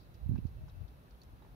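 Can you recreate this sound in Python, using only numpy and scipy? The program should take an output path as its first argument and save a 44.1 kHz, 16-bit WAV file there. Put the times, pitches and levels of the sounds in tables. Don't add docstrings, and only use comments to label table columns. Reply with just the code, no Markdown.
import sys
import numpy as np
from scipy import signal
from scipy.fft import rfft, irfft
from scipy.io import wavfile
from scipy.ndimage import uniform_filter1d

SR = 44100
rng = np.random.default_rng(int(sys.argv[2]) if len(sys.argv) > 2 else 0)


def unload_wav(signal):
    wavfile.write(
        sys.argv[1],
        SR,
        np.round(np.clip(np.atleast_2d(signal).T, -1, 1) * 32767).astype(np.int16),
    )


N = 68355
T = np.arange(N) / SR
FREQS = np.maximum(np.arange(N // 2 + 1) * SR / N, 1)


def from_db(db):
    return 10 ** (np.asarray(db) / 20)


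def unit_rms(x):
    return x / np.sqrt(np.mean(x ** 2) + 1e-20)


def pan(left_minus_right_db):
    return from_db(np.array([[1], [-1]]) * left_minus_right_db / 2)


def over_time(points):
    return np.interp(T, *np.transpose(points))


def over_frequency(points):
    hz, value = np.transpose(points)
    return np.interp(np.log(FREQS), np.log(hz), value)


def resonance(hz, octaves):
    return 1 / (1 + (np.log2(FREQS / hz) / octaves) ** 2 / 2) ** 2


def noise(gain, likeness=0.):
    mid, side = rfft(rng.standard_normal((2, N)))
    spectrum = np.sqrt(1 + likeness) * mid + np.sqrt(1 - likeness) * side * [[1], [-1]]
    return unit_rms(irfft(gain * spectrum, N))


def steady(x, span_s):
    power = uniform_filter1d(x ** 2, max(int(span_s * SR), 2), axis=-1)
    return x / np.sqrt(np.abs(power) + 1e-9)


# freq_hz, correlation
AMBIENCE_LIKENESS = [(30, 1), (60, 0.75), (150, 0.9), (400, 0.71), (1000, 0.51), (2000, 0.25), (4000, 0),
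                     (8000, 0.45), (16000, 0)]
# freq_hz, relative_db
RUMBLE_SPECTRUM = [(20, -46), (40, -3), (58, 1.5), (85, -8), (130, -8), (200, -14), (300, -19.5),
                   (450, -23), (800, -25.5), (1500, -30.5), (3000, -44), (6000, -52.5)]
# time_s, gain_db
BASS_SWELL = [(0, 13), (0.05, -18), (0.1, 4.5), (0.17, 1), (0.5, 5), (0.84, 1.5), (0.865, -17), (0.89, 5.5),
              (0.95, -1), (1.0, -4), (1.1, -6), (1.15, 3), (1.22, -3), (1.34, 4.5), (1.39, -5),
              (1.47, -2.5), (1.55, 6.5)]
def distant_rumble(level_db=-55.5, swell_below_hz=86):
    spectrum = from_db(over_frequency(RUMBLE_SPECTRUM))
    rumble = from_db(level_db) * noise(spectrum, over_frequency(AMBIENCE_LIKENESS))
    bass = irfft(rfft(rumble) / (1 + (FREQS / swell_below_hz) ** 4), N)
    swelling_bass = bass.std() * steady(bass, span_s=0.27) * from_db(over_time(BASS_SWELL))
    return rumble - bass + swelling_bass


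# freq_hz, relative_db
HISS_SPECTRUM = [(500, 11), (1500, -8.5), (2500, 0.5), (3200, -0.5), (4000, 1.2), (5000, -4.5),
                 (6900, -9.5), (7500, -23.5), (9000, -16), (9700, -4.5), (15000, -4), (20000, -2.5)]
def hiss(level_db=-70.5):
    spectrum = from_db(over_frequency(HISS_SPECTRUM))
    return from_db(level_db) * noise(spectrum, over_frequency(AMBIENCE_LIKENESS)) * pan(0.2)


# pitch_hz, width_octaves, peak_db, peak_s, fade_db_per_s
FAR_WHINES = [(2655, 0.0066, -83, .68, 11), (3920, 0.011, -82, 0.075, 15)]
def far_whines():
    out = np.zeros((2, N))
    for pitch_hz, octaves, peak_db, peak_s, fade_db_per_s in FAR_WHINES:
        band = steady(noise(resonance(pitch_hz, octaves), likeness=0.59), span_s=0.078)
        out += from_db(peak_db - fade_db_per_s * abs(T - peak_s)) * band
    return out


# time_s, level_db
LEFT_GUSTS = [(0, -65), (0.2, -69), (0.27, -47), (0.32, -37), (0.37, -44.5), (0.46, -50), (0.53, -64),
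              (0.59, -61), (0.62, -42.5), (0.675, -48.5), (0.72, -57), (0.75, -46.5), (0.80, -43),
              (0.84, -43), (0.86, -75), (1.0, -81), (1.55, -56)]
RIGHT_GUSTS = [(0, -61.5), (0.189, -54), (0.238, -43), (0.275, -45), (0.312, -31), (0.356, -31.5),
               (0.415, -44), (0.446, -36.5), (0.51, -54), (0.57, -42.5), (0.62, -50.5), (0.66, -54),
               (0.9, -69), (1.55, -76)]
# freq_hz, relative_db
WIND_SPECTRUM = [(20, -31), (35, -3.5), (55, 6.5), (80, 5.5), (120, -0.5), (170, -14.5), (250, -33),
                 (350, -38), (500, -53), (1000, -94.5)]
def wind(flutter_hz=219, flutter_db=-8, strong_gust_db=-30):
    level_db = np.array([over_time(LEFT_GUSTS), over_time(RIGHT_GUSTS)])
    flutter = steady(noise(resonance(flutter_hz, octaves=0.28)), span_s=0.068)
    flutter *= from_db(flutter_db + level_db - strong_gust_db)
    turbulence = steady(noise(from_db(over_frequency(WIND_SPECTRUM))), span_s=0.024)
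    return from_db(level_db) * (turbulence + flutter)


# time_s, peak_db, width_s, rebound_hz, left_minus_right_db
PORT_EDDIES = [(0.092, -47, 0.0011, 121, -5), (0.228, -30.5, 0.0044, 76, -21),
               (0.261, -26.5, 0.0021, 73, -32), (0.294, -19.5, 0.0013, 107, -22),
               (0.311, -30, 0.00091, 129, -20), (0.319, -23, 0.0011, 114, -26),
               (0.341, -30.5, 0.0012, 143, -18), (0.3572, -29, 0.0019, 78.4, -20),
               (0.387, -24.5, 0.0011, 164, -42), (0.453, -22, 0.0011, 80, -39),
               (0.563, -40, 0.0026, 101, -3), (0.636, -42, 0.0014, 110, 14), (0.764, -46.5, 0.0044, 78, 14),
               (0.813, -33.5, 0.0027, 98, 31), (0.844, -36.5, 0.0029, 79, 18),
               (1.334, -48.5, 0.0021, 70, 2.5)]
def eddies(rebound_q=1.25, port_low_hz=46.6):
    port_highpass = signal.butter(2, port_low_hz, "high", fs=SR, output="sos")
    out = np.zeros((2, N))
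    for time_s, peak_db, width_s, rebound_hz, side_db in PORT_EDDIES:
        push = 1 / np.cosh(np.clip((T - time_s) / width_s, -40, 40))
        w = 1j * FREQS / rebound_hz
        rebound = w ** 2 / (w ** 2 + w / rebound_q + 1)
        thump = signal.sosfilt(port_highpass, irfft(rfft(push) * rebound, N))
        sides = pan(side_db) / pan(side_db).max()
        out -= from_db(peak_db) * thump / abs(thump).max() * sides
    return out


def scatter(laps, level_db=-9, t60_s=0.08):
    tail = rng.standard_normal((2, N // 4)) * from_db(-60 * T[:N // 4] / t60_s)
    tail /= np.sqrt(np.sum(tail ** 2, axis=1, keepdims=True))
    return from_db(level_db) * signal.fftconvolve(laps, tail, axes=1)[:, :N]


# peak_s, half_length_s, pitch_hz, width_octaves, level_db
WATER_SLOSHES = [(0.636, 0.08, 633, 0.089, -71.5), (1.436, 0.061, 1270, 0.6, -76.5)]
def sloshes():
    out = np.zeros((2, N))
    for peak_s, half_length_s, pitch_hz, octaves, level_db in WATER_SLOSHES:
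        swell = np.exp(-((T - peak_s) / half_length_s) ** 2)
        out += from_db(level_db) * swell * noise(resonance(pitch_hz, octaves), likeness=0.43)
    return out


def rising_tone(age, pitch_hz, rise_per_s):
    return np.sin(2 * np.pi * pitch_hz * (age + rise_per_s * age ** 2 / 2))


# start_s, level_db, pitch_hz, t60_s, rise_per_s
WATER_PLOPS = [(0.353, -55, 1530, 0.011, 6.5), (0.358, -47, 805, 0.015, 21), (0.361, -58.5, 1540, 0.029, 6),
               (0.6812, -51, 774, 0.016, 79), (0.684, -56, 1435, 0.02, 7.1), (1.082, -63, 1700, 0.02, 6),
               (1.12, -63.5, 1410, 0.031, 6), (1.4215, -53.5, 836, 0.027, 6),
               (1.4475, -54.5, 900, 0.02, 7.1), (1.463, -54, 840, 0.017, 5.3)]
def plops(attack_s=0.0005, spray_db=-7.5):
    out = np.zeros((2, N))
    for start_s, level_db, pitch_hz, t60_s, rise_per_s in WATER_PLOPS:
        age = np.maximum(T - start_s, 0)
        spray = from_db(spray_db) * noise(resonance(pitch_hz, octaves=1), likeness=0.096)
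        envelope = (1 - np.exp(-age / attack_s)) * from_db(-60 * np.minimum(age / t60_s, 3))
        out += from_db(level_db) * envelope * (rising_tone(age, pitch_hz, rise_per_s) + spray)
    return out


# start_s, level_db, pitch_hz, width_octaves, decay_s, ring_relative_db
TONGUE_TICKS = [(0.002, -70, 4460, 0.25, 0.034, -20), (0.142, -63, 4700, 0.94, 0.0078, -38),
                (0.288, -61.5, 13000, 0.13, .0035, -9), (0.3525, -66, 3500, .7, 0.0048, -26),
                (0.378, -65, 2545, 0.78, 0.0065, 2), (0.379, -78, 4700, 0.45, 0.0089, -22),
                (0.467, -68, 4560, 1, 0.013, -14), (0.685, -71.5, 5400, 0.28, 0.0093, -12),
                (0.6962, -63, 3730, 0.71, 0.0043, -0.5), (0.879, -66.5, 4100, 0.41, 0.0087, -23),
                (1.107, -67, 4200, 0.52, 0.0073, -25), (1.147, -69, 3130, 0.17, 0.0057, -8),
                (1.216, -59, 4220, 0.2, 0.0042, 0.5), (1.2161, -58, 6360, 0.66, 0.0022, -20),
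                (1.2337, -58, 6040, 0.72, 0.0035, -14), (1.424, -69.5, 3780, 0.091, 0.0028, 4)]
def tongue_ticks(attack_s=0.0007, grain_db=3.5):
    out = np.zeros((2, N))
    for start_s, level_db, pitch_hz, octaves, decay_s, ring_db in TONGUE_TICKS:
        age = np.maximum(T - start_s, 0)
        grain = from_db(grain_db * unit_rms(uniform_filter1d(rng.standard_normal(N), size=50)))
        burst = steady(noise(resonance(pitch_hz, octaves), likeness=0.096) * grain, span_s=0.0049)
        ring = from_db(ring_db) * np.sqrt(2) * rising_tone(age, pitch_hz, rise_per_s=8.7)
        envelope = (1 - np.exp(-age / attack_s)) * np.exp(-age / decay_s)
        out += from_db(level_db) * envelope * (burst + ring)
    microphone_dip = from_db(-16 * resonance(hz=8200, octaves=0.2))
    return irfft(rfft(out) * microphone_dip, N)


def scene(cat_pan_db=-2.5, left_lag_s=0.00034):
    laps = (tongue_ticks() + plops() + sloshes()) * pan(cat_pan_db)
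    foreground = laps + scatter(laps) + wind() + eddies()
    left, right = distant_rumble() + hiss() + far_whines()
    late_left = np.roll(left, round(left_lag_s * SR))
    return foreground + np.array([late_left, right])


def record(dry, low_cut_hz=30.6, high_cut_hz=15650):
    bass_loss = 1 + (low_cut_hz / FREQS) ** 8
    treble_loss = 1 + (FREQS / high_cut_hz) ** 400
    return irfft(rfft(dry) / np.sqrt(bass_loss * treble_loss), N)


dry = scene()
out = record(dry)
unload_wav(out)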